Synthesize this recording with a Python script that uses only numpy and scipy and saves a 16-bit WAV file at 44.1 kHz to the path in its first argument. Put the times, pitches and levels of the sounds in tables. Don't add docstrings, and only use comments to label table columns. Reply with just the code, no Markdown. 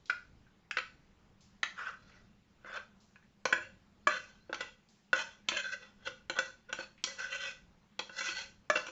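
import sys
import numpy as np
from scipy import signal
from scipy.fft import rfft, irfft, next_fast_len
from scipy.io import wavfile
from scipy.ndimage import uniform_filter1d, map_coordinates

SR = 44100
rng = np.random.default_rng(int(sys.argv[2]) if len(sys.argv) > 2 else 0)


def to_wav(s):
    ch = np.atleast_2d(s).T
    pcm = np.round(np.clip(ch, -1, 1) * 32767)
    wavfile.write(sys.argv[1], SR, pcm.astype(np.int16))


N = 392920

# (frequency [Hz], own width [Hz], level when knocked on base, lower wall, middle wall, rim, edge [dB],
# level when rubbed [dB])
CAN_MODES = [(340, 10, -13, -13.5, -20.5, -7, -11.5, -25.0), (529, 18, -20, -0.5, -14, -2, -11.5, -8.5),
             (608.5, 5.6, 1.5, -26, -19.5, -26.5, -52, -18), (874, 30, -23.5, -12, -23, -5.5, -12.5, -25),
             (1038, 23, -42, -12, -7.5, -3, -5, -20.5), (1160, 69, 8, -14, -26, -4, -8, -26.5),
             (1340.5, 19, -11, -10, -25.5, -10, -5, -11), (1488, 34, -35, 2, -3, 0, -14, 1.5),
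             (1540, 40, -16.5, -7, -7, -14, -24, -11), (1673, 10, -4.5, -30.5, -5.5, -21.5, -31.5, -8.5),
             (1701, 110, 0.5, -24, -18.5, -14.5, -15.5, -28), (1979, 23, -27, -14, -14.5, -18.5, -13, -5),
             (2303, 17, -12.5, -19.5, -18, -15, -11, -11), (2364, 38, -16, -28, -4, -7.5, -20, -18.5),
             (2563, 39, -22, -36, -12, -9.5, -3.5, -5), (2691, 47, -16.5, -7, -15.5, -9.5, -19, -4),
             (3126, 56, -22.5, -18, -20, -12.5, -3.5, -8.5), (3291, 57, -34.5, -32, -17.5, -13.5, -3.5, -9),
             (3443, 46, -16.5, -14.5, -32.5, -22, -14.5, -4.5),
             (4120, 34, -29, -26.5, -27, -16.5, -15, -2.5), (4383, 58, -30, -25.5, -31, -20, -11.5, -4.5),
             (5260, 180, -19, -23, -28, -25, -16.5, -13.5), (5750, 140, -22.5, -23, -28.5, -14, -13, -12.5),
             (6180, 260, -19.5, -23, -28, -19.5, -11, -19), (7114, 17, -35.5, -35.5, -39, -23, -21, -38.5)]
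# (time [s], share of wall covered [0-1])
FOOD_COVER = [(2.1, 0.68), (2.6, 0.65), (3.4, 0.011)]
# (from [Hz], to [Hz], blur of weak modes [dB], power trade [dB])
MODE_GROUPS = [(1277, 2000, -30, 3), (399.7, 1250, -23.5, 5.5), (1870, 3800, -30, 6),
               (3750, 7200, -14.5, 4.5)]


def amp(db):
    return 10 ** (np.asarray(db) / 20)


def unit(x):
    return x / np.sqrt(np.mean(x ** 2) + 1e-20)


def along(points, hz):
    point_hz, value = np.transpose(points)
    return np.interp(np.log(hz + 1), np.log(point_hz + 1), value)


def curves(rows):
    s, *columns = np.transpose(rows)
    return [np.interp(np.arange(N) / SR, s, column) for column in columns]


def gate(tables, fade_s):
    t = np.arange(N) / SR
    total = 0
    for rows in tables:
        opening = np.clip((t - rows[0][0]) / fade_s + 1, 0, 1)
        closing = np.clip((rows[-1][0] - t) / fade_s + 1, 0, 1)
        total = total + opening * closing
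    return total


def wobble(knots_per_s):
    at = np.arange(0, N + 8, 8)
    knots = rng.standard_normal(int(N * knots_per_s / SR) + 4)
    return np.interp(np.arange(N), at, map_coordinates(knots, [at * knots_per_s / SR]))


def filtered(x, response):
    m = next_fast_len(x.shape[-1] + SR // 2)
    spectrum = rfft(x, m) * response(np.fft.rfftfreq(m, 1 / SR))
    return irfft(spectrum, m)[..., :x.shape[-1]]


def resonance(f, hz, width_hz):
    return 1j * f * width_hz / (hz * hz - f * f + 1j * f * width_hz)


def ringing(x, hz, width_hz):
    b, a = signal.iirpeak(hz, hz / width_hz, SR)
    return signal.lfilter(b, a, signal.lfilter(b, a, x))


def steady(x, seconds):
    size = int(seconds * SR)
    power = uniform_filter1d(uniform_filter1d(x ** 2, size), size)
    return x / np.sqrt(np.abs(power) + 1e-20)


def rumble():
    # (time [s], mean level [dB])
    rumble_level = [(4.2, -70), (4.55, -64.5), (5, -78), (6, -68), (6.4, -66.5), (8, -71)]
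    noise = unit(filtered(rng.standard_normal(N), lambda f: resonance(f, 35, 170) ** 2))
    return amp(curves(rumble_level)[0] + 2.5 * wobble(6)) * noise


def kitchen_air():
    # (frequency [Hz], relative level [dB])
    air_shape = [(53, -46.5), (90, -18), (205, -6), (257, -20.5), (353, -19), (680, -23.5), (761, -21.5),
                 (2870, -28), (7900, -37.5), (10300, -71), (17400, -120)]
    # (time [s], mean level [dB])
    hum_level = [(.8, -92), (1.5, -72.5)]
    z = signal.stft(rng.standard_normal(N), nperseg=512)[2]
    patches = uniform_filter1d(uniform_filter1d(rng.standard_normal(z.shape), 8, 0), 8, 1)
    noise = signal.istft(z * amp(1.7 * unit(patches)), nperseg=512)[1][:N]
    noise = unit(filtered(noise, lambda f: amp(along(air_shape, f))))
    air = amp(-70.0 + 0.5 * wobble(2.9)) * noise
    hum = unit(filtered(rng.standard_normal(N), lambda f: resonance(f, 201, 29) ** 2))
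    return air + amp(curves(hum_level)[0] + 1.2 * wobble(23.0)) * hum


def whistle():
    # (time [s], mean pitch [Hz], level before roughening [dB])
    calls = [
        [(1.98, 4030, -80), (2.04, 4070, -75), (2.14, 4170, -78), (2.21, 3950, -83)],
        [(2.24, 3660, -82), (2.34, 3610, -84)],
        [(4.335, 4050, -77), (4.385, 3800, -84), (4.42, 4050, -75), (4.455, 4330, -80), (4.52, 4440, -79)],
    ]
    hz, db = curves(np.concatenate(calls))
    rough_hz = hz * (1 + .004 * wobble(45) + .008 * wobble(500))
    phase = 2 * np.pi * np.cumsum(rough_hz) / SR
    broken_db = -3 + 4 * wobble(90) + 5 * np.minimum(wobble(35), 0)
    return np.sqrt(2) * amp(db + broken_db) * np.sin(phase) * gate(calls, fade_s=0.012)


def ticks():
    # (time [s], dry peak [dB], centre [Hz])
    tick_rows = [(0.0565, -48, 4100), (0.4663, -60, 1540), (1.4076, -55, 5160), (2.1166, -54, 2270),
                 (3.0032, -59.5, 5480), (3.225, -58, 1696), (4.8875, -53.5, 5620), (6.978, -53, 2420)]
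    out, t = np.zeros(N + SR), np.arange(SR // 5) / SR
    for s, db, hz in tick_rows:
        click = amp(-60 * t / 0.0065)
        fizz = 0.12 * np.exp(-t * 5000 / hz / 0.078)
        puff = rng.standard_normal(len(t)) * (click + fizz) * (1 - np.exp(-t / 0.0014))
        puff = filtered(puff, lambda f: resonance(f, hz, hz * hz / 4500) ** 2)
        out[round(s * SR):][:len(t)] += amp(db) * puff / np.abs(puff).max()
    return out[:N]


def pressure():
    # (time of full pressure [s], rise [s], hold [s], fade [s], pitch lift [%], main ring level [dB],
    # low, middle, high modes above the main ring [dB])
    stroke_rows = [(1.79, 0.0349, 0.11, 0.07, -1.5, -42, -20, -12.5, -21),
                   (2.04, 0.068, 0.1373, 0.1538, -1.5, -67.5, -9, -5.5, -6.5),
                   (2.661, 0.012, 0.047, .05, 4, -49.5, -10, -27, -20.5),
                   (2.752, 0.08, 0.025, 0.053, 2, -42, -10, -8, -16.5),
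                   (3.62, 0.027, 0.017, .1, 3, -59, -0.5, 2, -9),
                   (4.097, .015, 0.065, 0.036, 1, -37.5, -17.5, -5, -10.5),
                   (4.2, 0.033, 0.0077, .18, 1.5, -56, -7, -2, -4.5),
                   (4.608, .03, 0.0047, 0.1015, 0, -53.5, 0.5, 6, -7),
                   (5.159, 0.0137, 0.055, 0.035, 3, -41.5, -4.5, 0.5, -3.5),
                   (5.268, .025, 0.034, 0.0958, 4, -60.5, -3.5, 1, -4),
                   (5.528, 0.03165, .045, 0.043, 9.5, -41, -5.5, -1, -9),
                   (5.595, 0.03, 0.016, 0.01, 4, -35.5, -18.5, -6.5, -12),
                   (5.64, 0.023, 0.1088, 0.025, 2.5, -42.5, -15.5, -7, -11.5),
                   (5.828, 0.08, 0.014, 0.1026, -2.5, -59, -1, -1.5, -7),
                   (6.069, 0.043, 0.01, 0.03296, 1.5, -45, -8, -3.5, -8.5),
                   (6.369, 0.019, 0.015, 0.022, -1, -39, -4, -9.5, -22),
                   (6.45, 0.044, 0.037, 0.053, -1.5, -53.5, -10, -4.5, -5),
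                   (6.697, 0.013, 0.012, 0.032, -1.5, -49.5, -9.5, -9, -32),
                   (6.803, 0.038, 0.029, .03, 0.5, -50.5, 0.5, 2.5, -0.5),
                   (7.075, 0.02, 0.003, 0.19, 1, -53.5, 0, 1, -0.5),
                   (7.19, 0.014, 0.058, .05, 1, -39.5, -15, -11, -12),
                   (7.329, 0.056, 0.031, .035, 1, -41.5, -9.5, 0.5, -7.5),
                   (7.408, 0.033, 0.072, 0.076, 1, -45.5, -8.5, 3, -5),
                   (8.187, 0.048, 0.0068, .03, 0.5, -39.5, -12, -7, -3),
                   (8.257, 0.0998, 0.03, 0.12, 1.5, -41, -13.5, -1.5, -2),
                   (8.372, 0.042, 0.025, 0.074, 2, -46, -8, 2.5, 1.5),
                   (8.794, 0.056, 0.0013, 0.054, 1, -50, -1.5, -4, 0.5),
                   (8.884, 0.14, 0.0048, 0.0524, -2, -58, 2.5, -5.5, -1.5)]
    ramp_db = 20
    power, lift = np.zeros((len(MODE_GROUPS), N)), np.zeros(N)
    for s, rise, hold, fade, percent, db, *above_db in stroke_rows:
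        span = slice(round((s - .3) * SR), round((s + .8) * SR))
        t = np.arange(N)[span] / SR - s
        loss = np.maximum(-t / rise, 0) + np.maximum((t - hold) / fade, 0)
        group_db = db + np.array([0, *above_db])[:, None]
        own = amp(group_db - ramp_db * loss) ** 2
        power[:, span] += own
        lift[span] += own[0] * percent / 100
    return np.sqrt(power), lift / (power[0] + 1e-20)


def strokes():
    slips_per_s, slip_db = 140, 20.5
    grains = rng.standard_normal(N) * amp(2.8 * wobble(70) + 1.4 * wobble(900))
    chance, size = rng.random(N), rng.standard_normal(N)
    grains += (chance < slips_per_s / SR) * np.sign(size) * amp(slip_db + 1.6 * size)
    dull_share = 0.84 * curves(FOOD_COVER)[0]
    bend_samples = 9 * wobble(14)
    gains, lift = pressure()
    out = 0
    for gain, (lo, hi, blur_db, trade_db) in zip(gains, MODE_GROUPS):
        middle_hz = (lo + hi) / 2
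        free = amp(blur_db) * ringing(grains, middle_hz, hi - lo)
        for hz, width_hz, *_, rubbed_db in CAN_MODES:
            if lo <= hz < hi:
                drive = grains * amp(rubbed_db + trade_db * wobble(12))
                free += ringing(drive, hz, 3.3 * width_hz)
        free = map_coordinates(free, [np.arange(N) + bend_samples], order=3)
        if hi <= MODE_GROUPS[0][1]:
            turn = np.exp(2j * np.pi * np.cumsum(lift * middle_hz) / SR)
            free = (signal.hilbert(free, next_fast_len(N))[:N] * turn).real
        dull = ringing(grains, lo + 0.21 * (hi - lo), 0.5 * lo)
        mix = np.sqrt(1 - dull_share) * unit(free) + np.sqrt(dull_share) * unit(dull)
        out = out + gain * steady(mix, seconds=0.074)
    return out


def knocks():
    # (time [s], peak of ring and crack [dB], hardness [dB/octave], spot [0-4, order of CAN_MODES], rise [ms],
    # extra damping by hand and spoon [Hz])
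    knock_rows = [(0.097, -18, -0.5, 2, 1.6, 63), (0.71, -24, 2, 2, 0.48, 80),
                  (0.769, -18.5, 0.5, 1, 1.9, 26), (0.783, -23, 0, 4, 1.9, 3.9),
                  (1.63, -17, -1.5, 4, 1, 71), (2.646, -39.5, -8, 1, 0.67, 9.9),
                  (3.158, -45, 2, 2, 0.82, 21), (3.454, -16.5, 3, 3, 0.6, 40),
                  (3.525, -11.5, 3.5, 2, 2.1, 17), (3.573, -31.5, -1.5, 2, 6.7, 19),
                  (4.07, -11.5, 5.5, 0, 2, 16), (4.494, -34, -6, 1, 2.2, 9.9),
                  (4.528, -24.5, 1.5, 1, 0.76, 34), (4.543, -29.5, 3, 4, 1.7, 34),
                  (4.605, -25, 7, 1, 4.5, 31), (5.13, -13.5, 5.5, 1, 0.82, 7.1),
                  (5.486, -17, 3.5, 4, 0.55, 37), (5.518, -26.5, -3.5, 2, 1.1, 47),
                  (5.569, -26, 7, 4, 1.9, 12), (6.069, -26, 4.5, 1, 6.7, 52),
                  (6.297, -22.5, 4, 3, 0.56, 13), (6.361, -42, 7, 1, 1.9, 39),
                  (6.387, -15.5, 6.5, 1, 1.5, 9.2), (6.693, -47, 4, 1, 0.27, 6),
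                  (6.727, -22.5, 4.5, 3, 1.2, 32), (6.788, -30.5, 0, 1, 0.66, 15),
                  (7.039, -17.5, 6, 4, 0.89, 24), (7.991, -23, 0.5, 4, 1.5, 28),
                  (8.095, -38.5, 1, 1, 1, 5.4), (8.204, -29, 9.5, 1, 9.2, 16),
                  (8.284, -27, 4.5, 4, 6.6, 33), (8.699, -12.5, 5, 0, 1.56, 14),
                  (8.754, -17.5, 5, 1, 8, 42), (8.77, -22, 4, 1, 0.77, 22), (8.865, -33, 2, 3, 2.3, 100),
                  (8.883, -33.5, 2, 3, 0.86, 11)]
    thud_db, thud_hz, thud_width_hz = -49, 254, 160
    food_hz, food_db_per_octave, food_share = 1682, 14.5, 0.62
    out, t = np.zeros(N + SR), np.arange(SR // 4) / SR
    hz, width_hz, *spots = np.transpose(CAN_MODES)
    thud = amp(thud_db) * unit(ringing(np.exp(-t / 0.00049), thud_hz, thud_width_hz))
    luck = rng.standard_normal((len(knock_rows), 2, len(CAN_MODES)))
    for (s, db, tilt_db, spot, rise_ms, grip_hz), (strength, detune) in zip(knock_rows, luck):
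        packed = np.interp(s, *np.transpose(FOOD_COVER))
        tilt = tilt_db * np.log2(hz / 1500)
        level = spots[int(spot)] + tilt + 3.0 * strength
        hump = 1.3 * strength + tilt - 5 - food_db_per_octave * abs(np.log2(hz / food_hz))
        level += food_share * packed * (hump - level)
        level -= 12 * packed * (hz < 1200)

        grip = grip_hz * (hz / 1500) ** (0.24 + packed)
        damping = np.pi * (width_hz + 30 * packed + grip)[:, None] * t
        pitch = (hz * (1 + 0.01 * detune - .01 * packed))[:, None]
        ring = (amp(level)[:, None] * np.sin(2 * np.pi * pitch * t) * np.exp(-damping)).sum(0)

        colour = lambda f: amp(along(np.transpose([hz, level]), f)) * resonance(f, 2300, 8100) ** 2
        crack = filtered(rng.standard_normal(len(t)), colour) * amp(-60 * t / 0.043)
        crack *= np.sqrt(grip_hz / 30 / max(rise_ms, 1))

        onset = 1 - np.exp(-(1000 * t / rise_ms) ** 2)
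        blow = (ring + amp(13.0 + 2.5 * packed) * crack) * onset
        out[round(s * SR):][:len(t)] += amp(db) * (blow / np.abs(blow).max() + (1 - packed) * thud)
    return out[:N]


def room(x):
    # (frequency [Hz], 60 dB decay time [s])
    decay_times = [(300, 0.33), (2500, 0.3), (7500, 0.4)]
    out, step = np.zeros(N + 2 * SR), SR // 4
    for start in range(0, N, step):
        hz, t, z = signal.stft(rng.standard_normal(SR // 2), SR, nperseg=256)
        decay = amp(-60 * t / along(decay_times, hz)[:, None])
        tail = signal.istft(z * decay, SR, nperseg=256)[1]
        wet = signal.fftconvolve(x[start:start + step], tail / np.linalg.norm(tail))
        out[start + 200:][:len(wet)] += wet
    return out[:N]


def scene():
    blows, rubbing = knocks() + ticks(), strokes()
    echo = room(amp(-5.5) * blows + amp(-7.5) * rubbing)
    return (blows + rubbing + echo + whistle() + kitchen_air() + rumble())[None]


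def record(dry):
    rolloff_hz, top_hz = 7450, 7900
    slope = lambda hz: 1 / np.sqrt(1 + (hz / rolloff_hz) ** 70)
    noise_floor = amp(-96.5) * rng.standard_normal(dry.shape)
    return filtered(dry, lambda hz: slope(hz) * (hz < top_hz)) + noise_floor


dry = scene()
out = record(dry)
to_wav(out)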